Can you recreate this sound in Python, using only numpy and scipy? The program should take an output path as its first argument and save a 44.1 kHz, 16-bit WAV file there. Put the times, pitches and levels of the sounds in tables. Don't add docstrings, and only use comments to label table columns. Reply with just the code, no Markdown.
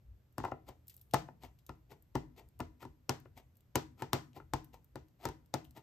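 import sys
import numpy as np
from scipy import signal
from scipy.fft import rfft, irfft, next_fast_len
from scipy.io import wavfile
from scipy.ndimage import uniform_filter1d

SR = 44100
rng = np.random.default_rng(int(sys.argv[2]) if len(sys.argv) > 2 else 0)


def makeup_ratio(level_db):
    decades = np.asarray(level_db, float) / 20
    return 10 ** decades


def output_pcm(signal):
    pcm = np.clip(np.atleast_2d(signal).T, -1, 1) * 32767
    wavfile.write(sys.argv[1], SR, np.round(pcm).astype(np.int16))


N = 257014
PADDED = next_fast_len(N)

# frequency in Hz, density in dB per Hz.
FLOOR_SPECTRUM = [(12, -49.5), (20, -14.5), (60, 4), (121, -3), (195, -12), (690, -25), (816, -27),
                  (1140, -29.5), (7950, -42), (10200, -48.5), (11800, -34), (13200, -35.5), (16500, -64)]
# frequency in Hz, correlation from 0 to 1.
FLOOR_LIKENESS = [(60, 0.96), (180, 0.76), (550, 0.47), (1650, 0.21), (4970, 0.27), (15000, 0.2)]
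# frequency in Hz, rms level in dB.
HUM = [(120, -75)]
# time of the deepest press in seconds, level in dB.
PRESSES = [(0.098, -49.5), (0.41, -49), (0.52, -64), (0.7, -54.5), (0.9, -61), (1.15, -46.5), (1.46, -53),
           (1.7, -55), (1.861, -58.5), (2.18, -45), (2.29, -60), (2.45, -58), (2.63, -42.5), (2.89, -54.5),
           (3.16, -62.5), (3.3, -56.5), (3.449, -58), (3.88, -68.5), (4.09, -55), (4.2, -65.5), (4.42, -54),
           (4.56, -43.5), (4.75, -56), (4.98, -52), (5.282, -49), (5.58, -69), (5.7, -56)]
# frequency in Hz, density in dB per Hz.
RUMBLE = [(12, -35), (20, -6.5), (37, -10), (54, 0), (102, -10), (110, -18), (140, -62.5), (240, -120)]
# start in seconds, peak in dB, tilt in dB per octave,
# length in seconds.
TICKS = [(.3253, -60, 9, 0.0033), (0.8705, -52, 6, 0.00446), (0.8808, -39.5, 5.5, 0.0057),
         (0.8967, -44, 0.5, 0.012), (.9413, -50, 5.5, 0.0091), (0.966, -40, 11, 0.0031),
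         (0.977, -52.5, 0, 0.0055), (0.995, -61, -2, 0.0031), (1.013, -45.5, 5.5, 0.0067),
         (1.111, -52.5, -2.5, 0.0078), (1.194, -45.5, 10.5, 0.00079), (1.588, -59.5, -3.5, 0.0093),
         (1.665, -46.5, 0.5, 0.0047), (2.024, -50, 7, 0.003), (2.488, -50, 5, 0.0012),
         (2.591, -47, 3.5, 0.0044), (3.201, -49, 1.5, 0.0027), (3.555, -60, 0.5, 0.0036),
         (3.569, -56, 7, 0.0063), (3.6075, -53.5, 1.5, 0.0016), (4.143, -36, 10, 0.0016),
         (4.332, -56, -10, .002), (4.6446, -48.5, 3.5, 0.0061), (4.845, -48, 9.5, 0.0019),
         (5.084, -58, -2.5, 0.003), (5.46, -57.5, 1, .003), (5.6444, -54, 0.5, 0.012),
         (5.651, -47, -17, 0.0017), (5.709, -50, 2, 0.0036)]
# frequency in Hz, density in dB per Hz.
TICK_SPECTRUM = [(880, -73), (1500, -42), (2940, -12.5), (6890, -14.5), (8510, -12), (9890, 1),
                 (12500, -5.5), (15100, -10.5), (16500, -30)]
# start in seconds, blow in dB, crack in dB re blow,
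# favoured pad pitch in Hz, upper pad modes in dB.
TAPS = [(0.381, -27, -20, 780, -5.5), (1.136, -18, -18.5, 730, -20), (1.692, -35.5, -24.5, 920, -2),
        (2.153, -19, -27, 834, -5.5), (2.602, -26.5, -21.5, 964, -4.5), (3.093, -21, -12, 960, -4),
        (3.755, -18, -11.5, 891, -5), (4.021, -28.5, -18.5, 923, -1), (4.131, -19, -11.5, 794, -1.5),
        (4.535, -22.5, -16, 1054, -5), (4.956, -33, -22.5, 777, -3.5), (5.253, -24.5, -16, 935, -1.5),
        (5.539, -23.5, -13, 850, -4)]
# start in seconds, blow in dB, crack in dB re blow,
# favoured pad pitch in Hz, upper pad modes in dB.
BOUNCES = [
    (0.4385, -19.5, -44, 910, -6),
    (0.4495, -20, -39, 1100, -3.5),
    (0.48, -29.5, -50, 940, -13.5),
    (0.518, -20, -64, 755, -3.5),
    (1.142, -19, -16, 834, 2.5),
    (1.286, -33.5, -51.5, 630, -2),
    (2.5975, -32, -47, 1010, -8),
    (3.256, -35, -60, 592, -6),
]
# start in seconds, blow in dB,
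# crack in dB re blow, favoured pad pitch in Hz, upper pad modes in dB.
DROPS = [(0.401, -34, -28, 985, -7), (0.688, -44, -17, 800, -18), (1.434, -43, -17.5, 759, -11),
         (1.917, -46, -32, 646, -2), (2.827, -41, -21, 847, -1.5), (2.851, -35.5, -31, 922, -6),
         (4.366, -40.5, -41, 730, -7.5), (4.4, -44.5, -35, 970, 2.5), (4.74, -52.5, -32.5, 720, 0.5),
         (5.287, -34.5, -18.5, 990, -2.5), (5.771, -45.5, -23.5, 794, -11)]
# frequency in Hz, density in dB per Hz.
CRACK_SPECTRUM = [(1290, -26.5), (2200, 0), (3470, -5), (4780, -2), (8130, -7), (10100, 7), (11600, -3),
                  (12200, -9), (14200, -10), (16500, -25.5)]
# frequency in Hz, level in dB, t60 in seconds.
PAD = [(516, 4.5, 0.011), (630, -9.5, 0.011), (739.4, 4, 0.025), (834, 5, 0.023), (927.7, 6, 0.027),
       (978, 1.5, 0.02), (1018, -8, 0.069)]
# frequency in Hz, level in dB, t60 in seconds.
PAD_UPPER = [(1293, 15.5, 0.0092), (1406, 3.5, 0.027), (1304, -19, 0.15), (1730, -6.5, 0.026),
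             (2060, -10.5, 0.043), (2450, -16, 0.026), (2840, -8.5, 0.012)]
# frequency in Hz, level in dB, t60 in seconds.
DESK = [(68.8, -13, 0.15), (80, -8, 0.15), (127, -10.5, 0.063), (133.6, 3.5, 0.076), (135.8, -6.5, 0.13),
        (151, -4, 0.059), (249.1, -7.5, 0.15), (312.2, -4.5, 0.14), (338.4, 1, 0.039), (361.4, -1.5, 0.061),
        (421.7, -9, 0.08)]
# frequency in Hz, density in dB per Hz.
SCATTER_SPECTRUM = [(290, -30.5), (500, 5), (885, -6), (1660, -16.5), (5750, -20.5), (8300, -28.5),
                    (10300, -43.5), (12900, -27.5), (14700, -34.5), (16500, -67.5)]
# frequency in Hz, t60 in seconds.
SCATTER_T60 = [(500, 0.13), (1500, .25), (4000, 0.23), (8000, 0.26), (11000, 0.34), (15000, .12)]
# delay in seconds, level in dB.
EARLY = [
    (.0036, -13.5),
    (.0066, -24.5),
    (.0092, -15.5),
    (.0128, -18),
    (.021, -18),
]
# frequency in Hz, left over right in dB.
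PORT_LEAN = [(60, 1.0), (110, 1.5), (200, 1.5), (380, 3.0), (700, 3.5), (1290, 3.0), (2380, 5.0),
             (4400, 6.0), (8120, 1.5), (15000, 0.0)]
# frequency in Hz, left ahead of right in radians.
PORT_LEAD = [(0, 0), (1810, 0.4), (3450, 1.1), (5770, 0.0), (6980, 0.1), (8440, -1.1), (9040, -2.6),
             (11000, -3.6), (12500, -5.9), (14400, -6.6), (15700, -9.0), (16400, -8.3)]
# frequency in Hz, t60 in seconds.
ROOM_T60 = [(100, 1), (300, 0.23), (800, .3), (2000, 0.31), (5000, 0.095), (12000, 0.89)]
# frequency in Hz, level in dB re direct.
ROOM_LEVEL = [(100, -11.5), (400, -8.5), (1000, -18), (3000, -8), (7000, -10.5), (14000, -19)]
# first tearing in seconds, time to the climax in seconds, climax in dB,
# shaken pad in dB re tearing.
PEELS = [(0.658, 0.03, -57, 8), (0.878, .03, -70, -22.5), (1.402, 0.046, -55, 5), (1.888, .03, -58, 7),
         (2.356, 0.035, -55.5, 6), (2.791, .035, -55.5, 5), (3.352, 0.03, -55.5, 3.5),
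         (3.968, 0.041, -57.5, 11), (4.335, 0.033, -57, 7.5), (4.722, 0.02, -60, 7),
         (5.185, 0.062, -57, 9.5), (5.742, 0.032, -56, 7)]
# frequency in Hz, density in dB per Hz.
TEAR_SPECTRUM = [(410, -22), (700, -30), (1450, -54), (1860, -4.5), (7370, -16.5), (10100, -13),
                 (11500, -10), (13900, -13), (15900, -25), (16500, -52.5)]


def evened(x):
    return x / np.sqrt(np.mean(x ** 2) + 1e-20)


def peaked(x):
    return x / abs(x).max()


def read(points, hz):
    f, value = np.transpose(points)
    return np.interp(np.log(hz + 1), np.log(f + 1), value)


def add(mix, s, sound):
    part = mix[..., round(s * SR):][..., :sound.shape[-1]]
    part += sound[..., :part.shape[-1]]


def colour(x, points, tilt_db=0):
    size = next_fast_len(x.shape[-1])
    hz = np.fft.rfftfreq(size, 1 / SR)
    gain = makeup_ratio(read(points, hz) + tilt_db * np.log2((hz + 99) / 8000))
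    return irfft(rfft(x, size) * gain, size)[..., :x.shape[-1]]


def floor():
    hz = np.fft.rfftfreq(PADDED, 1 / SR)
    left, other = rfft(rng.standard_normal((2, PADDED)))
    same = np.clip(read(FLOOR_LIKENESS, hz), -1, 1)
    right = same * left + np.sqrt(1 - same ** 2) * other
    air = irfft(np.array([left, right]) * makeup_ratio(read(FLOOR_SPECTRUM, hz)), PADDED)[:, :N]
    t = np.arange(N) / SR
    hum = sum(np.sqrt(2) * makeup_ratio(db) * np.sin(2 * np.pi * f * t) for f, db in HUM)
    return makeup_ratio(-67.5) * evened(air) + hum


def handling():
    press_db_per_s, ease_db_per_s = 356, 193
    rock = evened(colour(rng.standard_normal(N), RUMBLE))
    t = np.arange(0, N + 64, 64) / SR
    weight = np.zeros(len(t))
    for s, db in PRESSES:
        weight += makeup_ratio(db - np.maximum(press_db_per_s * (s - t), ease_db_per_s * (t - s)))
    return rock * np.interp(np.arange(N) / SR, t, weight)


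def burst(points, length, tilt_db=0):
    t = np.arange(4096) / SR
    fall = np.exp(-t / length) + 0.17 * np.exp(-t / (6 * length))
    shape = fall * np.minimum(t / 0.0001, 1)
    snap = colour(rng.standard_normal(len(t)), points, tilt_db) * shape
    return 0.43 * shape.max() * snap * np.linalg.norm(shape) / np.linalg.norm(snap)


def tick(s, db, tilt_db, length):
    return s, makeup_ratio(db) * burst(TICK_SPECTRUM, length / 2, tilt_db)


def blows():
    rows = []
    for table, desk_db in ((TAPS, -12), (BOUNCES, -24), (DROPS, -12)):
        for s, blow_db, crack_db, hz, upper_db in table:
            give_db = 0.07 * (blow_db + 30)
            rows.append((s, blow_db, crack_db, desk_db - give_db, hz, upper_db))
    return sorted(rows)


def crack(s, blow_db, crack_db, *_):
    lead = 400
    out = np.zeros(SR // 8)
    swell = np.exp(np.arange(-lead, 0) / 120.0)
    squeeze = evened(colour(rng.standard_normal(lead), SCATTER_SPECTRUM)) * swell
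    add(out, 0, makeup_ratio(blow_db - 30.5) * squeeze)
    add(out, lead / SR + 0.001, makeup_ratio(blow_db + crack_db + 18.0) * burst(CRACK_SPECTRUM, 0.001))
    return s - lead / SR, out


def ring(modes, rise, favoured_hz=None, step=2.0):
    hz, db, t60 = np.transpose(modes)[:, :, None]
    t = np.arange(SR // 2) / SR
    db = db + 1.5 * rng.standard_normal(db.shape)
    start = step * np.arange(len(hz))[:, None] + 0.4 * rng.standard_normal(db.shape)
    if favoured_hz:
        db = db - 14 * abs(np.log2(hz / favoured_hz))
    waves = makeup_ratio(db - 60 * t / t60) * np.sin(2 * np.pi * hz * t + start)
    return peaked(waves.sum(0) * (1 - np.exp(-t / rise)))


def body(s, blow_db, crack_db, desk_db, hz, upper_db):
    desk = ring(DESK[:7], 0.0087, step=0.44) + 0.74 * ring(DESK[7:], 0.0043, step=0.47)
    out = makeup_ratio(desk_db + 3.5) * desk
    pad = ring(PAD, 0.00028, hz, step=1.384) + makeup_ratio(upper_db) * ring(PAD_UPPER, 0.00025, step=1.97)
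    held = max(-crack_db - 18.5, 0)
    t = np.arange(len(pad)) / SR
    onset = np.minimum(t / (1e-5 + 0.000057 * held), 1)
    add(out, 0.0008, makeup_ratio(-3.0 - 41 * held * t) * onset * pad)
    return s, makeup_ratio(blow_db) * out


def scatter(s, blow_db, crack_db, *_):
    hz, t = np.fft.rfftfreq(256, 1 / SR)[:, None], np.arange(280) * 64 / SR
    a, b = rng.standard_normal((2, 2, len(hz), len(t)))
    lean_db = 0.49 * read(PORT_LEAN, hz) * np.array([1, -1])[:, None, None]
    fall_db = 60 * t / read(SCATTER_T60, hz)
    z = (a + 1j * b) * makeup_ratio(read(SCATTER_SPECTRUM, hz) + lean_db - fall_db)
    out = signal.istft(z, nperseg=256, noverlap=192)[1]
    out *= (1 - np.exp(-np.arange(out.shape[1]) / 150.0)) / np.std(out[:, :800])
    return s, makeup_ratio(blow_db + 0.62 * crack_db - 10.0) * out


def ports(x):
    hz = np.fft.rfftfreq(PADDED, 1 / SR)
    half = makeup_ratio(0.78 * read(PORT_LEAN, hz)) * np.exp(0.5j * read(PORT_LEAD, hz))
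    return irfft(rfft(x, PADDED) * np.array([half, 1 / half]), PADDED)[:, :N]


def room(x):
    taps = np.zeros((2, SR // 2))
    at = np.arange(200, SR // 2 - 20, 20) + rng.integers(0, 20, (2, (SR // 2 - 201) // 20))
    np.put_along_axis(taps, at, rng.choice([-1.0, 1.0], at.shape), 1)
    hz, t, z = signal.stft(taps, SR, nperseg=256)
    fall = makeup_ratio(-60 * t / read(ROOM_T60, hz)[:, None])
    fall *= makeup_ratio(read(ROOM_LEVEL, hz))[:, None] / np.linalg.norm(fall, axis=1, keepdims=True)
    tail = signal.istft(z * fall, SR, nperseg=256)[1] * 0.5
    shared, own = signal.fftconvolve(x[None], tail, axes=1)[:, :N]
    opposed = colour(own, [(150, -17.5), (500, -3)]) * np.array([[1], [-1]])
    return ports(shared) + 1.2 * opposed


def peel(s, climb, climax_db, shake_db):
    start_db, fall_db_per_s, grip_s, span_s = -18.5, 700, 0.014, 0.14
    shake_start_db, shake_gain_db_per_s = -5, 295
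    t = np.arange(SR // 6) / SR
    snaps = rng.standard_normal((2, len(t))) * makeup_ratio(0.73 * rng.exponential(1, (2, len(t))))
    clumps = makeup_ratio(2.6 * evened(uniform_filter1d(rng.standard_normal(len(t)), 130)))
    case = ring(PAD, 0.00025) + 0.4 * ring(DESK[4:], 0.0037) + 0.36 * ring(PAD_UPPER, 0.00023)
    shaken = signal.fftconvolve(snaps[1], case)[:len(t)]
    to_go, after = np.maximum(1 - t / climb, 0), np.maximum(t - climb, 0)
    shake = makeup_ratio(shake_db + shake_start_db * to_go + shake_gain_db_per_s * after - 1.0)
    both = evened(colour(snaps[0], TEAR_SPECTRUM)) + shake * evened(shaken)
    edges = np.clip(np.minimum(t, span_s - t) / grip_s, 0, 1)
    swell = makeup_ratio(climax_db + start_db * to_go - fall_db_per_s * after - 4.5)
    return s, both * clumps * edges * swell


def scene():
    (rings, slaps, small, echoes), around = np.zeros((4, N)), np.zeros((2, N))
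    for mix, source, rows in ((small, tick, TICKS), (slaps, crack, blows()), (rings, body, blows()),
                              (around, scatter, blows()), (small, peel, PEELS)):
        for row in rows:
            add(mix, *source(*row))
    for k, (s, db) in enumerate(EARLY):
        add(echoes, s, (-1) ** k * makeup_ratio(db) * rings)
    wet = room(rings + makeup_ratio(-1.5) * small)
    return ports(rings + echoes + slaps + small + handling()) + around + wet + floor()


def top_cut(x):
    return signal.sosfilt(signal.butter(12, 16830, fs=SR, output="sos"), x)


def record(dry):
    hz = np.fft.rfftfreq(PADDED, 1 / SR)
    notch_db = -17 * np.exp(-((hz - 10150) / 750) ** 2)
    edge = 1 / (1 + (hz / 16500) ** 100) / (1 + (42 / (hz + 1)) ** 3)
    heard = irfft(rfft(dry, PADDED) * makeup_ratio(notch_db) * edge, PADDED)[:, :N]
    return top_cut(heard)


dry = scene()
out = record(dry)
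output_pcm(out)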